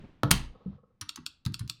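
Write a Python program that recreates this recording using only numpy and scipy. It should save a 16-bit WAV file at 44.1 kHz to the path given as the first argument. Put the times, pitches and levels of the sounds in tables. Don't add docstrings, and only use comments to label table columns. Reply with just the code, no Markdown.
import sys
import numpy as np
from scipy import signal
from scipy.fft import rfft, irfft, next_fast_len
from scipy.io import wavfile

SR = 44100
rng = np.random.default_rng(int(sys.argv[2]) if len(sys.argv) > 2 else 0)


def transcribe(u):
    v = np.clip(np.atleast_2d(u).T, -1, 1)
    q = np.round(v * 32767).astype(np.int16)
    wavfile.write(sys.argv[1], SR, q)


N = 79380

# frequency in Hz, relative gain in dB.
ROOM_COLOUR = [(4000, -6.5), (6500, -10.5), (13000, -12.5)]
GRIP_COLOUR = [(25, -3.5), (60, -8.5), (220, -6), (450, -21), (3200, -33.5), (14000, -69)]
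BRUSH_COLOUR = [(650, 13), (2000, -4.5), (3800, -4), (9000, -37.5)]
SHUDDER_COLOUR = [(25, -9), (70, 6.5), (150, 7), (330, -9.5), (600, -46), (3000, -100)]
GIVE_COLOUR = [(59, -25), (100, 8), (818, -8.5), (1280, -4), (2270, -22.5), (3860, -19), (8460, -38.5),
               (12100, -31.5), (16000, -53)]
SNAP_COLOUR = [(200, 3), (680, -14), (940, -0.5), (1200, -5.5), (1500, -4), (2100, -3.5), (3150, -0.5),
               (3700, -5), (4500, -0.5), (5600, -7), (6400, -2), (7600, -8.5), (8900, -1.5), (11000, -7.5),
               (15500, -10.5)]
STEM_COLOUR = [(750, -25), (1000, -3.5), (2000, -10), (4500, 2), (8400, -9), (9800, -5), (11000, -15),
               (13000, -11.5), (16000, -21)]
PLATE_COLOUR = [(180, -17.5), (300, -3), (500, -25), (740, -27.5), (880, -2), (1400, 0.5), (2000, -6.5),
                (4500, -12.5), (16000, -52)]
HOUSING_COLOUR = [(800, -25), (950, -29), (1330, -1.5), (1950, -20.5), (2700, 0), (3050, -8.5), (3450, 4),
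                  (3950, -5), (4600, 3.5), (5050, -7.5), (5400, -3.5), (6000, -17.5), (7500, -9.5),
                  (11000, -25.5), (12750, -25), (14000, -29), (15000, -30), (16200, -41)]
ROOM_TONE_DB, ROOM_TONE_COLOUR = -72.5, [(25, -1), (200, -4), (500, -23), (1200, -26), (16000, -55)]

# frequency in Hz, relative level in dB, t60 in seconds.
DESK_MODES = [(117.7, -4, .35), (140, -3, 0.32), (196.7, 1.5, 0.15), (250, -4.5, 0.24), (315, -12.5, .22)]
FRAME_MODES = [(26, -30, .8), (51, -37, 0.26), (56.8, -28, 0.63)]
CASE_MODES = [(183.7, -5, 0.16), (299.3, -10, 0.13), (470.3, -21, .27), (681.3, -12, .07),
              (957, -8.5, 0.044), (1123, -14, .1), (1284.3, -9, 0.052)]
PULLER_MODES = [(1420, -24, 0.075), (3177, -30, 0.13)]

# frequency in Hz, t60 in seconds.
ROOM_T60 = [(150, .54), (1000, .36), (4000, .29), (8000, .24), (15000, .17)]
# start in seconds, level in dB, length in seconds.
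GRIP_SLIPS = [(0.038, -41, 0.0072), (0.091, -57, 0.0048)]
# start in seconds, level in dB.
ROCKS = [(.546, -53.5), (.602, -57), (.660, -56.5), (.722, -60), (.778, -60), (0.829, -57.5), (0.897, -68)]
# centre in Hz, width in Hz, relative gain in dB.
ROCK_BODY = [(188, 69, 2.5), (484, 105, 3), (800, 67, -9), (1104, 54, -0.5), (1263, 65, -2)]
# start in seconds, level in dB, pitch in Hz, rise in seconds,
# desk ring in dB relative to the push.
DESK_PUSHES = [(.231, -21, 139.7, 0.021, -28), (0.309, -22, 148.5, 0.01, -8.5),
               (0.656, -27.5, 189.5, 0.01, -5), (0.658, -44, 431, 0.0053, -33.5),
               (1.006, -43, 101, 0.02, -30), (1.183, -37, 268, 0.0067, -11.5),
               (1.46, -20.5, 126, 0.0064, -15), (1.603, -27.5, 111, 0.011, -12)]
# start in seconds, level in dB, chatter length in seconds,
# leaf pitch in Hz, leaf ring in dB relative to the tick, upper ring in dB relative to the leaf pitch.
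PRESSES = [(1.0112, -37.5, 0.0048, 5730, 0, -4.5), (1.1584, -41, 0.0043, 6430, -3.5, -20),
           (1.4509, -43, 0.0045, 4230, -3, -24), (1.4618, -36, 0.002207, 3890, 2, -32),
           (1.5924, -42.5, 0.005, 4260, 1, -1.5)]
# start in seconds, level in dB, length in seconds,
# drive into the case in dB.
LANDINGS = [(1.016, -45.5, .011, -35), (1.172, -49, 0.0071, -38.5), (1.463, -47.5, 0.008, -35),
            (1.605, -55, 0.011, -49.5)]
# start in seconds, level in dB, length in seconds.
TOUCHES = [(1.522, -57.5, 0.0015), (1.6766, -48, 0.00195)]
# start in seconds, level in dB, chatter length in seconds,
# treble tilt in dB per octave.
RELEASES = [(1.0919, -28, 0.0024, 1.5), (1.2633, -27.5, 0.0023, 4), (1.5423, -27.5, 0.00155, 4),
            (1.6976, -25.5, 0.0019, 5.5)]

GIVE_S, SNAP_S = .2328, .3123


def amp(db):
    return 10 ** (np.asarray(db) / 20)


def along(points, hz):
    point_hz, values = np.transpose(points)
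    return np.interp(np.log(hz + 1), np.log(point_hz + 1), values)


def since(start):
    return np.maximum(np.arange(N) / SR - start, 0)


def grid():
    return np.fft.rfftfreq(next_fast_len(2 * N, True) // 2 * 2, 1 / SR)


def filtered(x, response):
    return irfft(rfft(x, 2 * len(response) - 2) * response)[:N]


def colour(points, tilt_db=0):
    hz = grid()
    gain_db = along(points, hz) + tilt_db * np.log2(1 + hz / 1000)
    cepstrum = irfft(np.log(amp(gain_db)))
    cepstrum[1:len(hz) - 1] *= 2
    cepstrum[len(hz):] = 0
    return np.exp(rfft(cepstrum))


def resonances(peaks):
    f = grid()
    return sum(amp(db) * (1j * f * width / (hz * hz - f * f + 1j * f * width)) ** 2
               for hz, width, db in peaks)


def noise(points):
    wash = filtered(rng.standard_normal(N), amp(along(points, grid())))
    return wash / wash.std()


def excite(force, body, db, length):
    sound = filtered(force, body)
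    return amp(db) * sound * np.sqrt(length * SR / np.sum(sound ** 2))


def contact(start, db, length, body, attack, t60):
    force = rng.standard_normal(N) * (1 - np.exp(-since(start) / attack))
    decay = amp(-60 * since(start + length) / t60)
    return excite(force * decay, body, db, length)


def click(start, db, length, body, t60=0.0036):
    t = np.arange(2048) / SR
    rise = 1 - np.exp(-t / (0.052 * length))
    gate = rise * amp(-60 * np.maximum(t - length, 0) / t60)
    burst = gate * rng.standard_normal(len(t))
    flattened = irfft(np.exp(1j * np.angle(rfft(burst))))
    force = np.pad(gate * flattened, (round(start * SR), 0))
    return excite(force, body, db, length)


def ring(start, modes, attack=0.0028):
    t = since(start)
    tones = sum(amp(db - 60 * t / t60) * np.sin(2 * np.pi * hz * t) for hz, db, t60 in modes)
    return (1 - np.exp(-t / attack)) * tones


def room(x, early_db, tail_db, early_t60=0.061, tail_rise_s=0.0011):
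    hz, frame_s, spectrum = signal.stft(rng.standard_normal(SR // 2), SR, nperseg=256)
    fade_db = along(ROOM_COLOUR, hz)[:, None] - 60 * frame_s / along(ROOM_T60, hz)[:, None]
    tail = signal.istft(spectrum * amp(fade_db), SR, nperseg=256)[1]
    t = np.arange(len(tail)) / SR
    tail *= 1 - np.exp(-(t / tail_rise_s) ** 2)
    early = rng.standard_normal(len(t)) * amp(-60 * t / early_t60) * (t > .002)
    reverb = amp(tail_db) * tail / np.linalg.norm(tail) + amp(early_db) * early / np.linalg.norm(early)
    return x + signal.fftconvolve(x, reverb)[:N]


def room_tone():
    return amp(ROOM_TONE_DB) * noise(ROOM_TONE_COLOUR)


def hands(grip_db=-50, fall_db_per_s=64):
    skin = colour(GRIP_COLOUR, tilt_db=-4.5)
    grip = amp(grip_db - fall_db_per_s * since(0)) * noise(GRIP_COLOUR)
    slips = sum(contact(*slip, skin, attack=0.00038, t60=0.15) for slip in GRIP_SLIPS)
    brush = contact(start=0.478, db=-66, length=0.28, body=colour(BRUSH_COLOUR), attack=0.014, t60=0.17)
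    return grip + slips + brush


def rocking():
    body = resonances(ROCK_BODY)
    taps = sum(click(start, db, length=0.0086, body=body, t60=0.044) for start, db in ROCKS)
    return room(taps, early_db=-13.5, tail_db=-11.5)


def desk(sway_stop_s=.53, shudder_db=-13):
    out = ring(SNAP_S, FRAME_MODES) * amp(-60 * since(sway_stop_s) / 0.038)
    top, dull = ring(0, DESK_MODES, attack=0.013), colour(SHUDDER_COLOUR)
    for start, db, hz, rise, ring_db in DESK_PUSHES:
        t = since(start)
        swell = (t / rise * np.exp(1 - t / rise)) ** 4
        push = swell * np.sin(2 * np.pi * hz * t)
        ringing = signal.fftconvolve(push, top)[:N]
        out += amp(db) * (push + amp(ring_db) * ringing / np.abs(ringing).max())
        out += contact(start + rise / 2, db + shudder_db, length=.025, body=dull, attack=0.0013, t60=0.23)
    return out


def case_rings(release_db=-16):
    blows = [(start, db) for start, _, _, db in LANDINGS]
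    blows += [(start, db + release_db) for start, db, _, _ in RELEASES]
    ringing = sum(amp(db) * ring(start, CASE_MODES) for start, db in blows)
    return filtered(ringing, colour(PLATE_COLOUR))


def presses(leaf_upper_hz=9550):
    stem, plate = colour(STEM_COLOUR), colour(PLATE_COLOUR)
    ticks = 0
    for start, db, length, leaf_hz, ring_db, upper_db in PRESSES:
        leaf = resonances([(leaf_hz, 850, 0), (leaf_upper_hz, 800, upper_db)])
        tick = click(start, db, length, stem)
        ping = click(start, db + ring_db, length, leaf)
        ticks += room(tick + ping, early_db=-10, tail_db=-16.5)
    thuds = sum(contact(start, db, length, plate, attack=0.00047, t60=0.02)
                for start, db, length, _ in LANDINGS)
    return ticks + room(thuds, early_db=-7, tail_db=-10)


def releases(slide_s=0.0044, slide_db=-23.5):
    clicks = 0
    for start, db, length, tilt_db in RELEASES:
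        housing = colour(HOUSING_COLOUR, tilt_db)
        slide = click(start - slide_s, db + slide_db, slide_s, housing)
        strike = click(start, db, length, housing, t60=0.00086)
        clicks += room(slide + strike, early_db=-10, tail_db=-16)
    stem = colour(STEM_COLOUR)
    touches = sum(click(*touch, stem, t60=0.0067) for touch in TOUCHES)
    return clicks + room(touches, early_db=-5, tail_db=-10)


def part_gives():
    knock = click(GIVE_S, db=-15, length=0.0029, body=colour(GIVE_COLOUR), t60=0.0081)
    case = amp(-16) * ring(GIVE_S, CASE_MODES)
    return room(knock + case, early_db=-12, tail_db=-14)


def part_snaps(db=-9, chatter_s=0.0023, scrape_s=.004, rebound_s=0.0048):
    plastic = colour(SNAP_COLOUR)
    scrape = click(SNAP_S - scrape_s, db - 11.5, scrape_s, plastic)
    snap = click(SNAP_S, db, chatter_s, plastic, t60=0.0091)
    rebound = click(SNAP_S + rebound_s, db - 12, chatter_s / 2, plastic)
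    send = click(SNAP_S, db, chatter_s, plastic, t60=0.0057)
    reverb = room(send, early_db=-9.5, tail_db=-10.5) - send
    case = amp(-20) * ring(SNAP_S, CASE_MODES, attack=0.0018)
    return scrape + snap + rebound + reverb + case + ring(SNAP_S, PULLER_MODES)


def scene():
    switch = presses() + releases() + case_rings()
    pull = part_gives() + part_snaps()
    return (switch + pull + desk() + rocking() + hands() + room_tone())[None]


def record(dry, top_hz=16400):
    low_pass = 1 / np.sqrt(1 + (grid() / top_hz) ** 160)
    return filtered(dry[0], low_pass)[None]


dry = scene()
out = record(dry)
transcribe(out)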